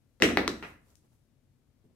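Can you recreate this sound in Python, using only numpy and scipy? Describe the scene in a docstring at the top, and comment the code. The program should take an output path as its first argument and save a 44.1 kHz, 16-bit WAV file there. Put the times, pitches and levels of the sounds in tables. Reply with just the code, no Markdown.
"""A thrown pen lands among plastic cups on a mat-covered table: three knocks, two lighter touches.
Each contact is a hard plastic click plus the boom of the table top, answered by a small furnished room.
The pen then clatters dully on the floor. Two faint ticks, soft thuds and brushing sleeves follow
over a low room rumble and a thin rustle."""
import sys
import numpy as np
from scipy import signal
from scipy.fft import rfft, irfft
from scipy.io import wavfile
from scipy.ndimage import uniform_filter1d, minimum_filter1d

SR = 44100
rng = np.random.default_rng(int(sys.argv[2]) if len(sys.argv) > 2 else 0)


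def inscribe(sig):
    """Save sig as 16-bit PCM at rate SR to the path in sys.argv[1].

    A 1-D sig is mono; a 2-D sig holds one channel per row.
    Samples are clipped to [-1, 1] before scaling.
    """
    pcm = np.round(np.clip(np.atleast_2d(sig).T, -1, 1) * 32767)
    wavfile.write(sys.argv[1], SR, pcm.astype(np.int16))


N = 85995

# Pen contacts. Each row: start in seconds, direct, room and boom gains in dB, left-right difference in dB,
# leading resonance in Hz, its boost in dB, then click colour in dB for eight bands.
KNOCKS = [ (0.2011, -21, -11.5, -11, 1.8, 1250, 2, 8.4, 3.5, 1.5, 3.5, -2.5, -1, -12, -25.5),
          (0.2222, 1, 3.5, 3.5, 2.7, 5700, 3, 15, 6, 8, 15.5, 15, 3.5, 0, -12.5),
          (0.2892, -14, -12.5, -9, 2, 1820, 4, 4, 5, 14.5, 10, 6, 0, -16, -25.5),
          (0.3726, 0, -1, -4.5, 1.7, 2240, 4, 13, 19, 11, 12.5, 4.5, 5, -18, -16),
          (0.4781, -5.5, -9, -10, 5.3, 3900, 4, 3.3, 4.5, 14.5, 9, 5.5, 8.5, -2, -12.5)]
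# Resonances of pen barrel and cups. Each row: frequency in Hz, width in Hz, boost in dB.
BARREL = [(1230, 220, 2.5), (1403, 46, 5), (1715, 70, 4.5), (1980, 280, 6.5), (2514.5, 70, 3.5),
          (2754, 220, 3.5), (3950, 260, 4.5), (5774, 390, 6), (7800, 400, 4.5)]
ROOM_GAP_S = .005


def pen():
    """Each contact briefly rings barrel and cups, favouring one resonance, and sets off the room."""
    bands_hz = [450, 760, 1150, 2000, 2900, 4300, 7500, 14000]  # The eight colour bands of KNOCKS.
    # The pen's other end slaps down. Each row: knock time in seconds, delay in seconds, gain in dB.
    slaps = [(.2220, .00108, -7), (.4784, 0.00089, -8)]
    bass_db, lead_width_hz = -13, 260
    out = np.zeros((2, N))
    for start_s, direct_db, room_db, _, pan_db, lead_hz, lead_db, *bands_db in KNOCKS:
        colour = [(60, bands_db[0] + bass_db), *zip(bands_hz, bands_db)]
        click = pulse(colour, [*BARREL, (lead_hz, lead_width_hz, lead_db)])
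        near = amp(direct_db) * direct(click, pan_db)
        add(out, start_s, near)
        for knock_s, delay_s, slap_db in slaps:
            if abs(knock_s - start_s) < .01:
                add(out, start_s + delay_s, amp(slap_db) * near)
        add(out, start_s + ROOM_GAP_S, amp(room_db) * pan(db=1.37) * in_room(click))
    return -out


def table_top():
    """The top heaves and booms under each contact: clear modes in a dense low ring."""
    # Each row: frequency in Hz, level in dB, T60 in seconds.
    modes = [(59.9, -47, 1.2), (87.9, -43, 0.97), (113.8, -45, 0.57), (143.4, -46, 0.5204),
             (200.5, -40, .5), (241.1, -29, 0.47), (286, -34.5, .5), (315, -31.5, .5), (338.2, -34.5, .5),
             (383.3, -26.5, 0.28), (434.5, -23.5, 0.14), (479.4, -29, .26), (561.5, -38, 0.31),
             (697, -40, 0.083)]
    # Spectra. Each row: frequency in Hz, level in dB.
    boom = [(35, -21), (60, 9), (120, 9), (200, 26.5), (300, 26.5), (450, 21), (700, 17), (1200, -13),
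            (3000, -41)]  # dense ringing of the table and what stands on it
    heave = [(40, -22), (120, -3), (290, 20), (420, 21), (560, 13.5), (800, -6.5), (2000, -28.5),
             (6000, -59.5)]  # first push of the top
    delay_s, rise_s = .002, .004
    out, t = np.zeros((2, N)), np.arange(N) / SR
    ring = sum(amp(db) * decay(t, t60_s) * np.sin(2 * np.pi * hz * t) for hz, db, t60_s in modes)
    ring *= 1 - np.exp(-t / rise_s)
    for start_s, direct_db, _, boom_db, *_ in KNOCKS:
        add(out, start_s + delay_s, amp(boom_db) * (ring + in_room(pulse(boom))))
        add(out, start_s + delay_s, -amp(direct_db) * pulse(heave))
    return out


def floor_clatter():
    """The pen hits the floor. Screened by the table, it arrives dull and mostly via the room."""
    bounces = [(.6261, -12.5), (.6283, -15), (.634, -18), (0.649, -21), (0.723, -38)]  # Each row: start in seconds, gain in dB.
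    colour = [(60, -1.5), (200, 6), (400, 11), (600, 8.5), (1300, 7.5), (2600, 6), (3400, -4),
              (5500, -12.5), (8000, -23.5), (14000, -24)]  # Each row: frequency in Hz, level in dB.
    direct_db, room_db = -6.5, 1.5
    out, clack = np.zeros((2, N)), pulse(colour, BARREL)
    for start_s, db in bounces:
        add(out, start_s, -amp(db + direct_db) * direct(clack, pan_db=2.5))
        add(out, start_s, amp(db + room_db) * in_room(clack))
    return out


def ticks():
    """Faint light ticks off to the left, with their room echo."""
    events = [(0.9033, -38.5), (0.955, -28)]  # Each row: start in seconds, gain in dB.
    colour = [(300, -29), (2500, -16), (4500, -13.5), (5700, -6), (9000, -10.5), (15000, -20)]  # Each row: frequency in Hz, level in dB.
    room_db = 3.5
    out, tick = np.zeros((2, N)), pulse(colour)
    for start_s, db in events:
        add(out, start_s, amp(db) * direct(tick, pan_db=14.5))
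        add(out, start_s + ROOM_GAP_S, amp(db + room_db) * in_room(tick))
    return out


def thuds():
    """Soft, dull thuds of movement, heard only via the room."""
    events = [(.985, -21.5), (1.035, -20.5), (1.84, -8.5), (1.9, -19)]  # Each row: start in seconds, gain in dB.
    colour = [(50, -11.5), (130, 1.5), (260, -1.5), (450, -10), (800, -23.5), (2000, -38.5), (8000, -42)]  # Each row: frequency in Hz, level in dB.
    out = np.zeros((2, N))
    for start_s, db in events:
        add(out, start_s, amp(db) * in_room(pulse(colour)))
    return out


def sleeves():
    """Cloth brushes softly: noise that swells and dies."""
    brushes = [(0.844, 0.12, -69.5), (1.016, 0.07, -75), (1.104, 0.064, -76.5)]  # Each row: start in seconds, length in seconds, level in dB.
    colour = [(100, -10), (300, -4.5), (520, -3), (750, -8), (1250, -9.5), (2500, -19), (6000, -20.5),
              (15000, -23)]  # Each row: frequency in Hz, level in dB.
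    out, noise = np.zeros((2, N)), diffuse(colour)
    for start_s, length_s, db in brushes:
        progress = np.clip((np.arange(N) / SR - start_s) / length_s, 0, 1)
        out += amp(db) * np.sin(np.pi * progress) * noise / noise.std()
    return pan(db=-1.5) * out


def room_air():
    """Steady low rumble under a thin rustle that swells and fades."""
    # Spectra. Each row: frequency in Hz, relative level in dB.
    rumble_colour = [(15, -41.5), (25, -8.5), (134, -1.5), (190, -14.5), (229, -8), (394, -20.5),
                     (560, -22.5), (840, -30), (911, -30.5), (13600, -41.5), (16000, -44)]
    rustle_colour = [(200, -21), (2500, -12.5), (6000, -4.5), (9000, -4), (15000, -7.5)]
    rumble_coherence = [(60, .85), (300, 0.6), (1000, 0.5), (4000, 0)]  # Each row: frequency in Hz, left-right coherence 0-1.
    rustle_envelope = [(0, -90), (0.548, -79), (0.689, -66), (0.792, -82.5), (.9, -76), (1.05, -89),
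                       (1.141, -80), (1.35, -94), (1.95, -97.5)]  # Each row: time in seconds, level in dB.
    rumble, rustle = diffuse(rumble_colour, rumble_coherence), diffuse(rustle_colour)
    rumble_db = -68.5
    rustle_db = np.interp(np.arange(N) / SR, *np.transpose(rustle_envelope))
    return pan(db=5.5) * (amp(rumble_db) * rumble / rumble.std() + amp(rustle_db) * rustle / rustle.std())


def direct(click, pan_db):
    """Straight path, left channel first, plus a short scatter from the cups."""
    right_lag_s, smear_s_per_hz = .00006, .0007 / 2e4  # treble lags bass
    cups_db, cups_t60_s, cups_rise_s = -12, .025, .002
    size = click.shape[1]
    hz, t = np.fft.rfftfreq(size, 1 / SR), np.arange(size) / SR
    delay_s = np.array([[0], [right_lag_s]]) + smear_s_per_hz * hz
    scatter = rng.standard_normal((2, size)) * decay(t, cups_t60_s) * np.minimum(t / cups_rise_s, 1)
    path = np.exp(-2j * np.pi * hz * delay_s) + amp(cups_db) * rfft(scatter / np.linalg.norm(scatter[0]))
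    fade = np.cos(np.linspace(0, np.pi / 2, size)) ** 2
    return pan(pan_db) * irfft(rfft(click) * path, size) * fade


def in_room(click, size=512):
    """Room echo of a click: strong early reflections, then a decay by band."""
    room_t60 = [(60, 1), (250, 0.53), (600, 0.4), (2000, 0.38), (4500, 0.34), (13000, 0.36)]  # Each row: frequency in Hz, T60 in seconds.
    early_db, early_t60_s, rise_s = 4, .11, .004
    hop = size // 4
    hz, t, noise = signal.stft(diffuse(), SR, nperseg=size, noverlap=size - hop)
    fade = np.hypot(decay(t, at_hz(room_t60, hz)[:, None]), amp(early_db) * decay(t, early_t60_s))
    fade /= np.sqrt((fade ** 2).sum(1, keepdims=True) * hop)  # equal energy per band
    response = signal.istft(noise * fade, SR, nperseg=size, noverlap=size - hop)[1][:, :N]
    response *= 1 - np.exp(-np.arange(N) / SR / rise_s)
    return signal.fftconvolve(click, response, axes=1)[:, :N]


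def diffuse(colour=None, coherence=None):
    """Stereo noise, alike in the bass and nearly unrelated in the treble."""
    room_coherence = [(60, 0.75), (300, .92), (480, .4), (700, .3), (1500, 0.1), (4000, 0), (14000, 0.1)]  # Each row: frequency in Hz, left-right coherence 0-1.
    hz = np.fft.rfftfreq(N, 1 / SR)
    mid, side = rfft(rng.standard_normal((2, N)))
    alike = np.clip(at_hz(room_coherence if coherence is None else coherence, hz), 0, 1)
    spectrum = mid * np.sqrt((1 + alike) / 2) + np.array([[1], [-1]]) * side * np.sqrt((1 - alike) / 2)
    return irfft(spectrum * (1 if colour is None else amp(at_hz(colour, hz))), N)


def pulse(colour, peaks=(), size=4096):
    """Minimum-phase click with the given spectrum and resonances."""
    hz = np.fft.rfftfreq(size, 1 / SR)
    peaks_db = sum(db / (1 + (2 * (hz - peak_hz) / width_hz) ** 2) for peak_hz, width_hz, db in peaks)
    level_db = at_hz(colour, hz) + peaks_db
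    log_gain = np.log(amp(np.r_[level_db, level_db[-2:0:-1]]))
    spectrum = np.exp(np.conj(signal.hilbert(log_gain)))
    return np.fft.ifft(spectrum).real[None, :size // 2]


def amp(db):
    """Decibels to gain."""
    return 10 ** (np.asarray(db) / 20)


def decay(t, t60_s):
    """Envelope falling 60 dB in t60_s."""
    return 1000. ** (-t / t60_s)


def pan(db):
    """Channel gains for a left-right difference."""
    return amp(np.array([[db], [-db]]) / 2)


def at_hz(points, hz):
    """Interpolates a table on a log-frequency axis."""
    points_hz, values = np.transpose(points)
    return np.interp(np.log(hz + 1), np.log(points_hz + 1), values)


def add(mix, start_s, sound):
    """Adds a sound to the stereo mix."""
    part = mix[:, round(start_s * SR):][:, :sound.shape[-1]]
    part += sound[..., :part.shape[1]]


def scene():
    """Pen, table and background together."""
    return pen() + table_top() + floor_clatter() + ticks() + thuds() + sleeves() + room_air()


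def record(dry):
    """Quick peak limiter, soft top end and band limit."""
    ceiling_db, limiter_s, rolloff_hz, edge_hz = -.5, .001, 15000, 15900
    hz, span = np.fft.rfftfreq(N, 1 / SR), round(limiter_s * SR)
    allowed_gain = np.minimum(1, amp(ceiling_db) / (abs(dry).max(0) + 1e-9))
    gain = uniform_filter1d(minimum_filter1d(allowed_gain, span), span)
    soft = irfft(rfft(dry * gain) / np.sqrt(1 + (hz / rolloff_hz) ** 20), N)
    lowpass = signal.firwin(255, edge_hz, window=("kaiser", 9), fs=SR)
    return signal.oaconvolve(soft, lowpass[None], "same")


dry = scene()
out = record(dry)
inscribe(out)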